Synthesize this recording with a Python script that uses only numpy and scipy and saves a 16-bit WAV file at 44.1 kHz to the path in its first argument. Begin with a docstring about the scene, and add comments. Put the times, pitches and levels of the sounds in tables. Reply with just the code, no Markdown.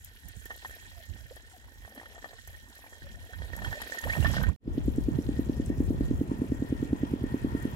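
"""At a pond's edge, wind buffets two microphone ports while ripples lap, slosh and spray (filtered noise).
Droplets tick (short bright noise), ripples slap hollow bamboo stakes (thuds and rings), bubbles sing (gliding tones).
At 4.5 s this sinks and is cut to a short silence; a second spot then fades in, with a far machine's drone.
There a slow single-cylinder diesel thumps about ten times a second: each cycle is a row of ringing gas pushes."""
import sys
import numpy as np
from scipy import signal
from scipy.io import wavfile
from scipy.ndimage import uniform_filter1d

SR = 44100
rng = np.random.default_rng(int(sys.argv[2]) if len(sys.argv) > 2 else 0)


def transcribe(signal):
    """Save signal, clipped to [-1, 1], as a 16-bit WAV file at the path in sys.argv[1]."""
    frames = np.atleast_2d(signal).T
    limited = np.clip(frames, -1, 1)
    pcm = np.round(limited * 32767).astype(np.int16)
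    wavfile.write(sys.argv[1], SR, pcm)


N = 341775
T = np.arange(N) / SR
SECOND_SPOT_S = 4.592  # the second spot begins here


def undb(db):
    """Gain of a level in dB."""
    return 10 ** (np.asarray(db) / 20)


def unit(x):
    """Scale to rms 1."""
    return x / np.sqrt(np.mean(x ** 2))


def peak_one(x):
    """Scale each channel to a peak of 1."""
    return x / np.abs(x).max(axis=-1, keepdims=True)


def curves(table):
    """Columns of a timed table, drawn as lines with one value a sample."""
    s, *columns = np.transpose(table)
    return [np.interp(T, s, c) for c in columns]


def band(x, lo_hz, hi_hz, order=2):
    """Keep only the sound between two frequencies."""
    return signal.sosfilt(signal.butter(order, [lo_hz, hi_hz], "band", fs=SR, output="sos"), x)


def ring(x, hz, t60):
    """One tone that falls 60 dB in t60 seconds; an impulse of 1 peaks near 1."""
    r, w = np.exp(-np.log(1000) / (t60 * SR)), 2 * np.pi * hz / SR
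    return signal.lfilter([0, np.sin(w)], [1, -2 * r * np.cos(w), r * r], x)


def walk(rate):
    """Random levels held 1 / rate seconds and joined by slopes; rms 1."""
    k = int(SR / rate)
    steps = np.repeat(rng.standard_normal(N // k + 1), k)
    return unit(uniform_filter1d(steps, k)[:N])


def add(out, s, sound):
    """Mix a short sound in at time s."""
    i = int(s * SR)
    out[..., i:i + sound.shape[-1]] += sound[..., :max(N - i, 0)]


def pan_gains(pan_db):
    """Gains of the left and right port, from left minus right in dB."""
    return undb(np.array([[pan_db], [-pan_db]]) / 2)


def ports(x, pan_db, lag_s):
    """The right port hears it a little later."""
    late = np.interp(T - lag_s, T, x)
    return np.array([x, late]) * pan_gains(pan_db)


def after(rows, under_db, fall_s):
    """Envelope that jumps at each event, under_db from its peak, and dies away."""
    kicks = np.zeros(N)
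    for s, db, *_ in rows:
        add(kicks, s, undb([db + under_db]))
    return signal.lfilter([1], [1, -np.exp(-1 / (fall_s * SR))], kicks)


def grains(points, per_s, scatter_db, smear_s, hush_db, flicker_db, like):
    """Third-octave bands of short noisy pops over a bed of noise; an octave shares its pops."""
    hz_at, db_at = np.transpose(points)
    out, shared, fall = 0, walk(25), np.exp(-1 / (smear_s * SR))
    octaves = np.arange(1 / 6, np.log2(hz_at[-1] / hz_at[0]), 1 / 3)
    for step, hz in enumerate(hz_at[0] * 2 ** octaves):
        if step % 3 == 0:
            sizes = undb(scatter_db * np.minimum(rng.exponential(size=N), 3))
            starts = (rng.random(N) < per_s / SR) * sizes
            pops = unit(signal.lfilter([1], [1, -fall], starts))
            raw = (pops + undb(hush_db)) * rng.standard_normal((2, N))
            # the right port is partly a copy of the left, 7 samples late
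            raw[1] = like * np.roll(raw[0], 7) + np.sqrt(1 - like ** 2) * raw[1]
        db = np.interp(np.log(hz), np.log(hz_at), db_at) + flicker_db * shared + 2.0 * walk(20)
        slice_ = band(raw, hz * 2 ** (-1 / 6), hz * 2 ** (1 / 6), order=3)
        out = out + (-1) ** step * undb(db) * slice_
    return unit(out)


# Gusts buffeting the ports. Each row: start in seconds, length in seconds, level in dB, left minus right in dB.
GUST_ROWS = [(0.0, 0.095, -53, -5), (0.242, 0.02, -46, -22), (0.35, 0.028, -51, -27),
             (0.68, 0.074, -55.5, -14.5), (0.817, 0.19, -52, -14.5), (1.09, 0.17, -47.5, -15),
             (1.344, 0.017, -48.5, -10), (1.644, 0.2, -52, -6), (2.44, 0.2, -50.5, -5.5),
             (3.018, 0.16, -44, 4.5), (3.327, 0.11, -39.5, -8.5), (3.492, 0.25, -41.5, -11.5),
             (4.036, 0.13, -40.5, -20), (4.176, 0.034, -32.5, -20.5), (4.248, 0.12, -34.5, -20.5),
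             (4.384, 0.14, -32.5, -16.5), (4.662, 0.4, -34.5, 2.5), (5.118, 0.038, -29, -9.5),
             (5.252, 0.79, -41, 11), (5.779, 0.4, -32, -4), (6.196, 0.15, -52, -2)]
GUST_RISE_S, GUST_FALL_S = 0.019, 0.042
FIRST_LULL_DB, SECOND_LULL_DB = -57, -44  # breeze between gusts at each spot


def wind():
    """Eddies thud on each port on their own; a harder gust reaches higher in pitch."""
    out = []
    for side in (1, -1):
        gain = undb(np.where(T < SECOND_SPOT_S, FIRST_LULL_DB, SECOND_LULL_DB))
        for s, length, db, pan_db in GUST_ROWS:
            rise = np.clip((T - s) / GUST_RISE_S + .5, 0, 1)
            fall = np.exp(-np.maximum(T - s - length, 0) / GUST_FALL_S)
            gain = np.hypot(gain, undb(db + side * pan_db / 2) * rise * fall)
        low = unit(band(rng.standard_normal(N), 39.1, 95.6, order=3)) * undb(2.94 * walk(15))
        high = unit(band(rng.standard_normal(N), 86.6, 202)) * undb(4.15 * walk(30))
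        high_share = undb(-4.0) * (gain / undb(-22.0)) ** 0.62
        out.append(gain * (low + high_share * high))
    return np.array(out)


# Ripples among the stakes, first spot. Each row: time in seconds, lapping in dB, slosh in dB, spray in dB.
RIPPLE_LEVELS = [(0.0, -68, -62.5, -63.5), (0.62, -64, -57, -57.5), (1.68, -66.5, -64.5, -65),
                 (2.12, -60, -61.5, -63), (2.47, -68, -61, -61), (3.37, -60.5, -60, -62.5),
                 (3.55, -54, -56, -58), (4.06, -54, -49, -51.5), (4.25, -49, -49.5, -47),
                 (4.35, -49.5, -45, -48.5), (4.46, -55, -56, -60)]
# Water at the second spot. Each row: time in seconds, far drone in dB, slosh in dB, spray in dB.
SHORE_LEVELS = [(4.6, -57.5, -61, -66), (4.9, -60.5, -59.5, -62), (5.8, -56.5, -63.5, -61),
                (6.7, -54, -63.5, -63.5), (7.75, -49.5, -62.5, -61)]


def water_levels():
    """Lapping, slosh and spray in dB; lapping stops just as the second spot begins."""
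    return np.where(T < SECOND_SPOT_S, curves(RIPPLE_LEVELS), curves(SHORE_LEVELS))


def churn():
    """Each large slap churns the water for a moment."""
    return after(SLAP_ROWS, under_db=-27, fall_s=.015)


# Tone balance of the lapping. Each row: frequency in Hz, relative level in dB per Hz.
LAP_BALANCE = [(200, 3.5), (350, -5), (650, -6), (950, -5), (1200, -19)]


def lapping():
    """Low, slow pops of water, nearly alike on both ports, swelling after each slap."""
    level = undb(water_levels()[0]) + churn()
    return level * grains(LAP_BALANCE, 45, 4.7, 0.0039, -1.7, 2.3, 0.94) * (T < 4.6)


# Tone balance of the slosh. Each row: frequency in Hz, relative level in dB per Hz.
SLOSH_BALANCE = [(1400, -1.5), (1800, 6.5), (2200, -10), (2700, 7.5), (3300, 1), (4500, -0.5), (6500, -14)]
CHURN_TREBLE_DB = -5  # share of the churn in the slosh


def slosh():
    """Denser, brighter pops of water, also swelling after each slap."""
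    level = undb(water_levels()[1]) + undb(CHURN_TREBLE_DB) * churn()
    return level * grains(SLOSH_BALANCE, 150, 4.5, 0.0031, 0.71, 1.0, 0.33)


# Tones of a bamboo stake. Each row: frequency in Hz, relative level in dB, seconds to fall 60 dB.
STAKE_MODES = [(1554, -17, 0.077), (1680, -31, 0.016), (1815, -6.5, 0.04), (1830, -1.5, 0.081),
               (1867, -9, 0.038), (2950, -12, 0.04), (3260, -6.5, 0.05), (3880, -12.5, 0.032)]
STAKE_LOW_HZ = 1430  # the tube radiates little below this
RING_LAG_S = .00023  # the right port hears the ring this late


def stake(x, tune=1):
    """The hollow bamboo rings at its modes."""
    tones = sum(undb(db) * ring(x, hz * tune, t60) for hz, db, t60 in STAKE_MODES)
    return band(tones, STAKE_LOW_HZ, 9000, order=4)


def stake_hum():
    """The slosh keeps the stakes humming with random taps over steady noise."""
    sizes = undb(9.4 * np.minimum(rng.exponential(size=N), 2))
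    taps = unit((rng.random(N) < 90 / SR) * sizes) + 1.3 * rng.standard_normal(N)
    over_slosh_db = np.where(T < 4.6, 0.5, -8)
    return ports(unit(stake(taps)), -8.0, RING_LAG_S) * undb(water_levels()[1] + over_slosh_db)


# Tone balance of the spray. Each row: frequency in Hz, relative level in dB per Hz.
SPRAY_BALANCE = [(5000, 7), (7000, 11.5), (9000, 7), (12000, 7), (16000, -6)]
MIST_DB, MIST_S = -18, 0.0061  # spray thrown up with each droplet: under its peak, and its decay


def spray():
    """Fine high pops, almost unrelated on the two ports, with a burst at each droplet."""
    hiss = grains(SPRAY_BALANCE, 110, 1.3, 0.002, 2.7, 1.0, 0.02)
    # the left port faces the spray and keeps its highest treble
    hiss[0] += undb(3.5) * band(hiss[0], 11470, 22000)
    return (undb(water_levels()[2]) + after(TICK_ROWS, MIST_DB, MIST_S)) * hiss


# Droplets ticking. Each row: time in seconds, peak in dB midway between ports, pitch in Hz, left minus right in dB.
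TICK_ROWS = [(0.0457, -33.5, 13650, 9), (0.285, -34.5, 13200, 5), (0.4553, -40, 12900, 14),
             (0.563, -49, 12300, 27), (0.7522, -45, 12700, 18), (1.3588, -43, 10200, 0.5),
             (1.8936, -48, 12100, 1.0), (1.949, -44, 11800, 8), (2.474, -40, 12700, -2),
             (3.5647, -32.5, 11050, 6), (3.817, -40, 11400, 20), (3.9863, -38, 6640, -19),
             (4.0135, -37, 7000, -2), (4.2345, -39, 7300, -6), (4.43, -35, 12100, 6),
             (4.4894, -40, 7200, 0), (4.8583, -44, 12500, -8), (4.9603, -44.5, 7750, 0.0),
             (5.66, -40.5, 8100, 12), (6.687, -52, 11400, 12), (7.2315, -48, 11400, 8),
             (7.626, -42, 12300, 4.5)]


def ticks():
    """Tiny droplets: a few milliseconds of bright noise."""
    out, t = np.zeros((2, N)), np.arange(600) / SR
    for s, db, hz, pan_db in TICK_ROWS:
        burst = rng.standard_normal((2, len(t))) * np.exp(-t / 0.0029)
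        tick = band(burst, hz * 0.96, min(hz * 1.07, 16000), order=1)
        add(out, s, undb(db) * pan_gains(pan_db) * peak_one(tick))
    return out


PATTER_OVER_LAP_DB, PATTER_RING_DB = 13.5, -3  # strongest slap over the lapping; its ring over its thud


def patter():
    """Many small random slaps that follow the lapping level, as rows like those of the large slaps."""
    when, pitch, weak, dull = rng.random((170, 4)).T
    when = 4.5 * when ** 0.62  # more of them later on
    db = curves(RIPPLE_LEVELS)[0][(when * SR).astype(int)] + PATTER_OVER_LAP_DB - 12 * weak
    return np.transpose([when, db, 400 * 2.4 ** pitch, db + PATTER_RING_DB - 2.9 * dull])


# Ripples slapping the stakes. Each row: time in seconds, thud peak in dB, thud pitch in Hz, stake ring in dB rms;
# both levels are midway between the ports.
SLAP_ROWS = [(0.456, -46.5, 354, -51), (0.505, -34.5, 720, -37.5), (0.511, -36, 1310, -55),
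             (0.518, -42, 720, -57), (0.558, -46, 660, -69), (0.627, -48, 680, -65),
             (0.648, -32.5, 980, -38.5), (0.655, -37.5, 800, -43.5), (0.694, -52, 570, -51),
             (0.708, -47, 600, -48), (0.785, -59, 900, -55), (1.31, -46, 570, -68), (1.366, -44, 654, -52),
             (1.849, -46, 834, -47), (1.878, -45, 764, -61), (1.965, -47, 720, -58), (1.977, -40, 700, -44),
             (1.997, -45, 550, -46), (2.014, -39.5, 800, -62), (2.032, -42, 790, -53),
             (2.057, -52, 600, -45), (2.112, -56, 550, -63), (2.147, -46, 650, -55),
             (2.18, -39.5, 650, -51), (2.243, -34.5, 690, -40.5), (2.258, -37.5, 700, -59),
             (2.266, -61, 600, -74), (2.284, -61, 900, -74), (2.3, -61, 700, -67), (2.315, -48, 650, -73),
             (2.332, -42, 690, -70), (2.475, -48, 729, -49), (2.79, -46.5, 674, -60),
             (2.841, -41.5, 750, -53), (2.864, -46, 594, -53), (2.924, -46, 510, -62),
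             (3.019, -46, 318, -49.5), (3.333, -46, 570, -44.5), (3.419, -37.5, 600, -44),
             (3.588, -48, 633, -44), (3.619, -34, 725, -42), (3.566, -42, 600, -50),
             (3.645, -41, 600, -34.5), (3.67, -43, 393, -44), (3.712, -44, 600, -49),
             (3.727, -36, 725, -35), (3.802, -41, 810, -44), (3.817, -37, 848, -37), (3.874, -46, 450, -51),
             (3.897, -39, 570, -45), (3.921, -40, 573, -36), (3.943, -46, 630, -42), (3.973, -50, 700, -57),
             (3.982, -53, 592, -41), (4.038, -38, 684, -34), (4.083, -36, 650, -44),
             (4.097, -33, 554, -29.5), (4.133, -36, 800, -35.5), (4.152, -29, 910, -46),
             (4.164, -29, 600, -50.5), (4.212, -40, 800, -58), (4.226, -31, 730, -51),
             (4.236, -42, 890, -50), (4.246, -27, 724, -31.5), (4.257, -24, 1300, -30.5),
             (4.267, -31, 900, -57), (4.3, -39, 536, -46), (4.337, -31, 1000, -44),
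             (4.343, -30.5, 1100, -55), (4.366, -28, 600, -33.5), (4.383, -32, 1200, -45),
             (4.403, -33, 574, -57), (4.413, -31, 900, -47), (4.436, -31.5, 1100, -48),
             (4.467, -41, 507, -41)]
BLOW_S, BLOW_EDGE, BLOW_TOP_HZ = .004, 3.5, 2200  # decay; sharp first contact; water is soft above this
SPLAT_DB, SPLAT_S = -9, .007  # ragged tail of each thud
CRACK_DB = -4  # crack's peak over the ring's level
STAKE_SPREAD = .008  # each blow lands on another stake, a little off in pitch
THUD_CYCLES = 6  # cycles for a thud to fall 60 dB
THUD_PAN_DB, RING_PAN_DB, PAN_SPREAD_DB = 0.5, -4.5, 5.5  # left minus right, and its scatter
THUD_LAG_S = 0.00012  # right port late


def slaps():
    """A sharp, dull thud with a ragged tail and a few-millisecond crack, while the stake rings."""
    out, t = np.zeros((2, N)), np.arange(3500) / SR
    soft = signal.butter(2, BLOW_TOP_HZ, fs=SR, output="sos")
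    for s, db, hz, ring_db in np.vstack([SLAP_ROWS, patter()]):
        blow, splat = rng.standard_normal((2, len(t)))
        blow = blow * np.exp(-t / BLOW_S)
        push = signal.sosfilt(soft, blow + BLOW_EDGE * (t == 0))
        crack = band(blow, 1800, 4500)
        tone = stake(push, 1 + STAKE_SPREAD * blow[0])
        splat = band(splat * np.exp(-t / SPLAT_S), hz * 0.53, hz * 1.78)
        knock = band(ring(1. * (t == 0), hz, THUD_CYCLES / hz), hz / 2, hz * 2, order=1)
        thud = np.sign(blow[0]) * peak_one(knock) + undb(SPLAT_DB) * peak_one(splat)
        thud = undb(db) * peak_one(thud)
        # the ring's level is that of its first 10 ms
        bright = undb(CRACK_DB) * peak_one(crack) + tone / tone[:SR // 100].std()
        bright = undb(ring_db) * bright
        scatter_db = PAN_SPREAD_DB * rng.standard_normal()
        for sound, pan_db, lag_s in ((thud, THUD_PAN_DB, THUD_LAG_S), (bright, RING_PAN_DB, RING_LAG_S)):
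            left, right = pan_gains(pan_db + scatter_db) * sound
            add(out[0], s, left)
            add(out[1], s + lag_s, right)
    return out


def froth():
    """Small random bubbles that follow the lapping level, as rows like those of the large ones."""
    when, size, rise, life, weak = rng.random((70, 5)).T
    when = 4.5 * when ** 0.4  # most of them later on
    start_hz = 450 * 3.2 ** size
    end_hz = start_hz * (0.94 + 1.02 * rise ** 2)
    length = (8 + 14 * life) / start_hz
    db = curves(RIPPLE_LEVELS)[0][(when * SR).astype(int)] + 4 - 9 * weak
    return np.transpose([when, start_hz, end_hz, length, db])


# Bubbles. Each row: time in seconds, start pitch in Hz, end pitch in Hz, length in seconds, level in dB.
BUBBLE_ROWS = [(0.953, 702, 613, 0.074, -54), (1.304, 457, 740, 0.028, -46),
               (1.532, 753, 663, 0.042, -52.5), (2.162, 691, 650, 0.021, -49),
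               (3.044, 558, 564, 0.034, -48.5), (3.292, 700, 790, 0.035, -53), (3.75, 587, 617, 0.038, -43),
               (3.938, 503, 2000, 0.021, -42.5), (4.035, 2690, 3350, 0.012, -42),
               (4.053, 477, 1920, 0.03, -34), (4.1, 1900, 3030, 0.049, -33), (4.164, 530, 1280, 0.021, -37),
               (4.225, 2820, 2850, 0.013, -36), (4.24, 600, 1500, 0.028, -36),
               (4.252, 1070, 2500, 0.019, -32), (4.295, 600, 1100, 0.0075, -43),
               (4.37, 1540, 1530, 0.022, -33), (4.14, 690, 1100, 0.018, -46),
               (4.394, 553, 1400, 0.013, -40), (4.413, 1550, 1560, 0.016, -34),
               (4.435, 1510, 1570, 0.017, -30.5), (4.484, 950, 1800, 0.022, -41.5)]
GLIDE_BEND, WOBBLE_DB = 2.1, 4  # pitch moves slowly, then quickly; the level wavers


def bubbles():
    """Trapped air sings a short glide as it nears the surface."""
    out = np.zeros(N)
    for s, start_hz, end_hz, length, db in np.vstack([BUBBLE_ROWS, froth()]):
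        u = np.linspace(0, 1, int(length * SR))
        waver = np.interp(u, np.linspace(0, 1, 8), rng.standard_normal(8))
        wobble = unit(undb(WOBBLE_DB * waver))
        swell = np.sqrt(np.sin(np.pi * u) + 1e-9)
        hz = start_hz * (end_hz / start_hz) ** u ** GLIDE_BEND
        tone = np.sin(2 * np.pi * np.cumsum(hz) / SR)
        add(out, s, undb(db) * wobble * swell * tone)
    return ports(out, -0.21, 0.00023)


# Far machine casing. Each row: frequency in Hz, half width in Hz, relative level in dB,
# right port late in milliseconds, likeness of the ports from 0 to 1.
DRONE_BANDS = [(610, 220, -11, 0.24, .8), (950, 55, 7.5, 0.39, 0.91), (1373, 37, 3, 0.38, 0.85),
               (1560, 70, 0, 0.31, 0.34), (1846, 33, 8, 0.15, 0.47), (2500, 280, -0.5, .2, 0.16),
               (3260, 44, -3.5, 0.18, 0.35)]
DRONE_PAN_DB, DRONE_FLICKER_DB = 3.5, 3  # left minus right; wavering of each band


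def drone():
    """Wavering resonances of a far machine, partly scattered by the banks."""
    out = 0
    for hz, width, db, lag_ms, like in DRONE_BANDS:
        noise = rng.standard_normal((3, N))
        direct, *scattered = unit(band(noise, hz - width, hz + width, order=1))
        both = np.sqrt(like) * ports(direct, 0, lag_ms / 1000) + np.sqrt(1 - like) * np.array(scattered)
        out = out + undb(db + DRONE_FLICKER_DB * walk(20)) * both
    level = undb(curves(SHORE_LEVELS)[0]) * (T > SECOND_SPOT_S)
    return unit(out) * pan_gains(DRONE_PAN_DB) * level


def bank_rumble():
    """Engine rumble scattered by the banks: steady low noise, unlike on the two ports."""
    return undb(-47.5) * unit(band(rng.standard_normal((2, N)), 95, 454)) * (T > SECOND_SPOT_S)


# Firings counted along the run. Each row: time in seconds, firing number; those between are evenly spaced.
FIRING_TIMES = [(4.678, 0), (5.086, 4), (5.7021, 10), (6.9311, 22), (7.757, 30)]
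# One engine cycle, in row order: piston heave, valve bump, intake gulp, valve bump, exhaust bang and its first puff,
# rattle, echo off the bank. Each row: milliseconds from the bang, push length in milliseconds, ring in Hz,
# milliseconds to fall 60 dB, middle level in dB before muffling, polarity.
CYCLE_PARTS = [(-43.5, 8, 70, 45, -33, 1), (-31.4, 3.5, 430, 6.5, -30, 1), (-24, 3.3, 121, 20, -23.5, 1),
               (-8.3, 2.3, 248, 16, -29, 1), (-2.9, 2.4, 272, 30, -15.2, -1), (-3.2, 1.3, 205, 6, -25.5, 1),
               (8.9, 2.3, 392, 28, -40, 1), (22, 1.5, 275, 45, -31, -1)]
# Engine strength. Each row: time in seconds, level change in dB.
ENGINE_LEVEL = [(4.6, 0.5), (5.5, 1.7), (6.5, 1.9), (7.2, 1), (7.75, 0)]


def engine():
    """Every cycle repeats the same gas pushes, each a little stronger or weaker; a rumble fills the gaps."""
    s, number = np.transpose(FIRING_TIMES)
    bangs = np.interp(np.arange(number[-1] + 1), number, s)
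    chance = rng.standard_normal((len(bangs), len(CYCLE_PARTS), 2))
    out = np.zeros(N)
    for part, (ms, push_ms, hz, t60_ms, db, sign) in enumerate(CYCLE_PARTS):
        push = np.pad(np.hanning(int(push_ms * SR / 1000)), (0, 2600))
        for bang_s, (size, pitch) in zip(bangs, chance[:, part]):
            thump = ring(push, hz * (1 + .015 * pitch), t60_ms / 1000)
            add(out, bang_s + ms / 1000, sign * undb(db + 1.26 * size) * peak_one(thump))
    since = np.interp(T, s, number) % 1  # share of the cycle gone since the last firing
    rumble = undb(-41.5) * unit(band(rng.standard_normal(N), 142, 311))
    rumble = rumble * np.exp(-since / 0.76) * undb(3.6 * walk(30))
    puff = undb(-47.5) * unit(band(rng.standard_normal(N), 230, 505)) * np.exp(-since / 0.079)
    # distance and the muffler take the treble away
    muffler = signal.butter(4, 700, fs=SR, output="sos")
    out = signal.sosfilt(muffler, band(out, 42, 2700)) + rumble + puff
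    return ports(out * undb(curves(ENGINE_LEVEL)[0]) * (T > 4.6), -1.7, 0.00029)


def scene():
    """Wind, water and stakes, then the far machine and the engine."""
    water = lapping() + slosh() + stake_hum() + spray()
    return wind() + water + ticks() + slaps() + bubbles() + drone() + bank_rumble() + engine()


FADE_OUT_S, FADE_OUT_DB, SILENT_S = 4.49, -16, 4.562  # fade begins, sinks this far, then is cut off
FADE_IN_S = 0.14  # length of the second spot's fade in
TOP_HZ = 15800  # nothing much is heard above this


def record(dry):
    """A fade out and in between the two spots, then the top is cut."""
    sink = np.clip((T - FADE_OUT_S) / (SILENT_S - FADE_OUT_S), 0, 1)
    fade_out = undb(FADE_OUT_DB * sink) * (T < SILENT_S)
    fade_in = np.clip((T - SECOND_SPOT_S) / FADE_IN_S, 0, 1) ** 2
    top_cut = signal.ellip(10, .2, 70, TOP_HZ, fs=SR, output="sos")
    return signal.sosfilt(top_cut, dry * (fade_out + fade_in))


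dry = scene()
out = record(dry)
transcribe(out)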